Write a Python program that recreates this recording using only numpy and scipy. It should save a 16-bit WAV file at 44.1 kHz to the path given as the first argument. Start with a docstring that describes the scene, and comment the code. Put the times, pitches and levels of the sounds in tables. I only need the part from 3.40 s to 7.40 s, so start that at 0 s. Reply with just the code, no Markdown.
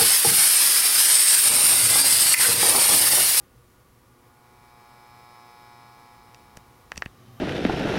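"""Fans rush steadily with a low hum and wavering tones, and a faint ring dies away at once.
Over them swells and fades a buzz: a spinning hard drive makes the sheet metal of an open computer
case slap once a turn, giving harmonics and a rasp. Near the end a hand-held camera swings down past
the case: fingers click and knock on its shell, the draught grows and a thin motor whine stands out."""
import sys
import numpy as np
from scipy import signal
from scipy.fft import rfft, irfft
from scipy.io import wavfile

SR = 44100
rng = np.random.default_rng(int(sys.argv[2]) if len(sys.argv) > 2 else 0)


def persist_wave(psi):
    """Save psi, clipped to +-1, as 16-bit WAV."""
    counts = np.round(np.clip(psi, -1, 1) * 32767).astype(np.int16)
    wavfile.write(sys.argv[1], SR, np.atleast_2d(counts).T)


N = 176400
TIME = np.arange(N) / SR


def amp(db):
    """Decibels to amplitude ratio."""
    return 10 ** (np.asarray(db) / 20)

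def envelope(rows):
    """Gain interpolated in decibels between rows of (seconds, dB)."""
    return amp(np.interp(TIME, *np.array(rows).T))

def wander(rate_hz):
    """Slow random fluctuation with a standard deviation near 1."""
    steps = rng.standard_normal(1024)
    return 1.224 * np.interp(TIME * rate_hz, np.arange(len(steps)), steps)

def decay(t, t60):
    """Exponential damping: 60 dB in t60 seconds."""
    return np.exp(-np.log(1000) * t / t60)

def colour(x, points):
    """Zero-phase filtering by a curve of (Hz, dB)."""
    hz, db = np.array(points).T
    bins_hz = np.maximum(np.fft.rfftfreq(len(x), 1 / SR), 1)
    return irfft(rfft(x) * amp(np.interp(np.log(bins_hz), np.log(hz), db)), len(x))

def noise(density):
    """Gaussian noise with a spectral density of (Hz, dB per Hz)."""
    return colour(rng.standard_normal(N), density) * np.sqrt(SR / 2)


# The fans' rush. Each row: frequency in Hz, density in dB per Hz.
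RUSH_SPECTRUM = [(20, -93), (55, -92), (90, -94), (120, -77), (150, -91), (250, -89), (290, -91.5),
                 (420, -93.5), (490, -85.5), (560, -96), (680, -98), (800, -98), (1020, -98), (1170, -89.5),
                 (1320, -99.5), (1550, -101), (1900, -100), (2600, -105), (3400, -107), (5500, -108.5),
                 (7000, -110), (9600, -110), (10100, -103), (10600, -110), (16000, -109)]
# The draught at a closeness of 0 dB. Each row: frequency in Hz, density in dB per Hz.
DRAUGHT_SPECTRUM = [(30, -102), (105, -83), (200, -82), (330, -87), (560, -94.5), (680, -90), (780, -87.5),
                    (1000, -99.5), (1160, -84), (1320, -96), (2700, -102), (3100, -99), (3400, -103),
                    (3800, -99), (4500, -105), (6000, -105), (8000, -114), (16000, -116)]
# Closeness to the fan as the camera swings. Each row: time in seconds, gain in dB.
CLOSENESS = [(0, -20), (2.6, -9), (3.1, -5), (3.5, -7), (3.75, -1.5), (3.87, 0.5), (4, 0.5)]
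# Mains hum near 100 Hz, and fan and motor tones. Each row: frequency in Hz, distant level in dB, # change close
# by in dB, pitch wander in Hz.
TONES = [(99, -72.5, 13.5, 3.9), (119.8, -78, 20.5, 6.15), (249.5, -74.5, 6.5, 5.75),
         (361.7, -70, 5, 4.5), (970, -78.5, -6, 2.6), (975, -82, 3, 2.4), (1173, -80, 2, 19),
         (1442, -75, -4, 3.1), (3100, -100, 24, 20.3), (10110, -90, 3, 64)]

def fans():
    """Moving air gives broadband noise, rotation and the mains give tones; the draught grows with proximity."""
    close = envelope(CLOSENESS)
    tone_reach = close ** 2.3  # the tones carry less far than the draught
    out = noise(RUSH_SPECTRUM) * amp(0.5 * wander(22))
    out += close * noise(DRAUGHT_SPECTRUM) * amp(0.27 * wander(21.05))
    for hz, db, close_db, wander_hz in TONES:
        phase = 2 * np.pi * np.cumsum(hz + wander_hz * wander(50)) / SR
        level_db = db + close_db * tone_reach + 1.77 * wander(21.78)
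        out += np.sqrt(2) * amp(level_db) * np.sin(phase)
    return out


# The motor's whine. Each row: time in seconds, level in dB.
WHINE_LEVEL = [(3.8, -84), (3.87, -80), (3.93, -71)]

def motor_whine(hz=12990):
    """Directivity: a high tone is beamed so narrowly that it stands out only after the swing."""
    level = envelope(WHINE_LEVEL) * amp(2 * wander(27))
    return np.sqrt(2) * level * np.sin(2 * np.pi * hz * TIME)


def faint_ring(hz=813, db=-55.5):
    """Free decay: one soft damped sinusoid at the very start."""
    return amp(db) * decay(TIME, t60=0.18) * np.sin(2 * np.pi * hz * TIME)


# The hand's rumble at a gain of 0 dB. Each row: frequency in Hz, density in dB per Hz.
RUMBLE_SPECTRUM = [(15, -100), (35, -85), (55, -69), (100, -79.5), (200, -86), (600, -112)]
# Strength of that rumble. Each row: time in seconds, gain in dB.
GRIP_GAIN = [(0, -7.5), (.3, -6.5), (.5, -6), (.66, -9.5), (1.05, -10.5), (1.6, -14.5), (2.4, -16),
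             (2.9, -8.5), (3.4, -5), (3.66, 5), (3.74, -20), (4, -9)]

def grip_rumble():
    """Structure-borne noise: the hand sends a low rumble through the camera."""
    return envelope(GRIP_GAIN) * noise(RUMBLE_SPECTRUM)


def finger_scrape(at, width_s=0.0021, grain_db=8.5):
    """Friction: a burst of gritty noise that peaks at the moment of contact."""
    grit = rng.standard_normal(N) * amp(grain_db * rng.standard_normal(N))
    grit = signal.lfilter(*signal.butter(1, 495, "high", fs=SR), grit)
    grit = signal.lfilter(*signal.butter(2, 7000, fs=SR), grit)
    return grit * np.exp(-np.minimum(abs(TIME - at) / width_s, 20))

def finger_thump(age, hz=164, lag_s=0.0021, rise_s=0.00027):
    """A heavily damped oscillation: the whole camera recoils just after contact."""
    push = np.maximum(age - lag_s, 0)
    rise = 1 - np.exp(-push / rise_s)
    return -rise * decay(push, t60=0.0096) * np.sin(2 * np.pi * hz * push)

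def shell_radiation(x, allpass_hz=(1900, 6200), low_cut_hz=330):
    """Dispersion: bending waves arrive smeared in time, treble first; the shell radiates little bass."""
    for hz in allpass_hz:
        poles = signal.butter(6, hz, fs=SR)[1]
        x = signal.lfilter(poles[::-1], poles, x)
    return signal.lfilter(*signal.butter(2, low_cut_hz, "high", fs=SR), x)

def room_reverb(x, db=-15.5):
    """Reverberation: diffuse reflections form a faint, short tail of noise."""
    tail = rng.standard_normal(SR // 2) * decay(TIME[:SR // 2], t60=0.079)
    return amp(db) * signal.fftconvolve(x, tail / np.linalg.norm(tail))[:N]

# Modes of the camera's plastic shell. Each row: frequency in Hz, relative level in dB,
# base 60 dB decay time in seconds.
SHELL_MODES = [(1250, -4.5, 0.0048), (1834, -2, 0.0079), (2190, -11.5, 0.0042), (2640, -6, 0.0075),
               (3485, -11, 0.0023), (4630, -10.5, 0.0026), (5670, -13, 0.0034), (6600, -15, 0.0038),
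               (7460, -18.5, .005), (8120, -15.5, 0.01), (10600, -21, .0025)]
# The shell's registers in Hz: body, knock, clack, tick and edge.
SHELL_REGISTERS_HZ = (1000, 1900, 2700, 5700, 8200)
# Finger contacts. Each row: start in seconds, five register gains in dB, decay time factor,
# thump gain in dB, scrape gain in dB.
CONTACTS = [(2.9457, -54, -46, -36, -28, -48, 1.7, -59, -56),
            (3.1713, -35.5, -40, -33.5, -22, -26, 0.73, -27, -43),
            (3.5184, -21, -15.5, -19.5, -18.5, -28.5, 0.63, -35.5, -64),
            (3.559, -58, -37, -33, -36, -53, 1.5, -60, -51),
            (3.5717, -28, -43, -29, -41, -42, 0.52, -35.5, -46),
            (3.577, -36, -27.5, -22.5, -9, -21, 1.17, -22.5, -38.5),
            (3.6216, -17.5, -9, -17.5, -17, -44, 0.76, -51, -71),
            (3.6595, -32, -23, -20, -31, -51, 1, -18, -52)]

def finger_knocks():
    """Modal excitation: where a finger lands decides which of the shell's modes ring most."""
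    clicks, thumps = np.zeros(N), np.zeros(N)
    for at, *register_db, decay_factor, thump_db, scrape_db in CONTACTS:
        live = (TIME > at) & (TIME < at + 0.1)
        age = TIME[live] - at
        ring = 1e-18 * rng.standard_normal(N)  # inaudible floor
        for hz, db, t60 in SHELL_MODES:
            ring[live] += amp(db) * decay(age, t60 * decay_factor) * np.sin(2 * np.pi * hz * age)
        clicks += colour(ring, list(zip(SHELL_REGISTERS_HZ, register_db)))
        clicks += amp(scrape_db) * finger_scrape(at)
        thumps[live] += amp(thump_db) * finger_thump(age)
    clicks = shell_radiation(clicks)
    return clicks + thumps + room_reverb(clicks)


# Strength of the buzz. Each row: time in seconds, gain in dB.
BUZZ_SWELL = [(0, -24), (.65, -14.5), (1.0, -7), (1.3, -2.5), (1.9, 0.5), (2.35, 0.5), (2.75, -1.2),
              (3.15, -4), (3.45, -8), (3.65, -10), (4, -22)]
# How the case radiates the spin's harmonics. 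Each row: harmonic number, relative level in dB.
CASE_HARMONICS = [(1, -7), (2, -13), (4, -24), (5, -17), (6, -6), (7, 0), (8, -5), (9, -4), (10, -9),
                  (11, -9), (12, -14), (13, -25), (14, -12), (16, -17), (17, -14), (18, -23), (19, -9),
                  (20, -15), (21, -23), (22, -28), (23, -32), (24, -31), (25, -27), (26, -30), (27, -28),
                  (29, -21), (31, -23), (32, -16), (33, -29), (34, -33), (35, -21), (36, -21), (38, -23),
                  (40, -28), (41, -22), (42, -17), (43, -29), (44, -14.5), (45, -27), (48, -28), (49, -31),
                  (50, -30)]
# Chattering metal at a swell of 0 dB. Each row: frequency in Hz, density in dB per Hz.
RASP_SPECTRUM = [(400, -108), (900, -91), (1500, -101), (2300, -100), (3000, -109), (4000, -106),
                 (5400, -105), (6600, -112), (9000, -109), (16000, -113)]

def hard_drive(spin_hz=120.1, hum_db=-64.5, buzz_db=-56, diffuse_hz=1400):
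    """Forced vibration: the case slaps once a turn, so it rings at harmonics of the spin and rasps."""
    turns = np.cumsum(spin_hz * (1 + 0.00023 * wander(6.26))) / SR
    swell = envelope(BUZZ_SWELL)
    harmonics = np.zeros(N)
    for k, db in CASE_HARMONICS:
        hz = k * spin_hz
        # Above diffuse_hz the phases scatter, so the ringing fills the whole turn.
        scatter = min((hz / diffuse_hz) ** 2, np.pi) * rng.standard_normal()
        buzz = amp(buzz_db) * swell ** (1 + 0.21 * hz / 1000)  # a harder slap is brighter
        strength = buzz if k >= 5 else amp(hum_db)  # low harmonics hum on regardless
        level = strength * amp(db + 0.62 * wander(6.7))
        harmonics -= np.sqrt(2) * level * np.cos(2 * np.pi * k * turns + scatter)
    pulses = np.exp(-(turns % 1))
    pulses /= np.sqrt(np.mean(pulses ** 2))
    rasp = swell ** 0.73 * pulses * noise(RASP_SPECTRUM)
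    return harmonics + rasp


def scene():
    """Superposition: all the sources add at one microphone."""
    return (hard_drive() + fans() + finger_knocks() + grip_rumble() + faint_ring() + motor_whine())[None]

def record(dry):
    """Band limiting: a steep low-pass filter cuts the top of the treble."""
    return signal.sosfilt(signal.ellip(10, 0.2, 70, 15850, fs=SR, output="sos"), dry)


dry = scene()
out = record(dry)
persist_wave(out)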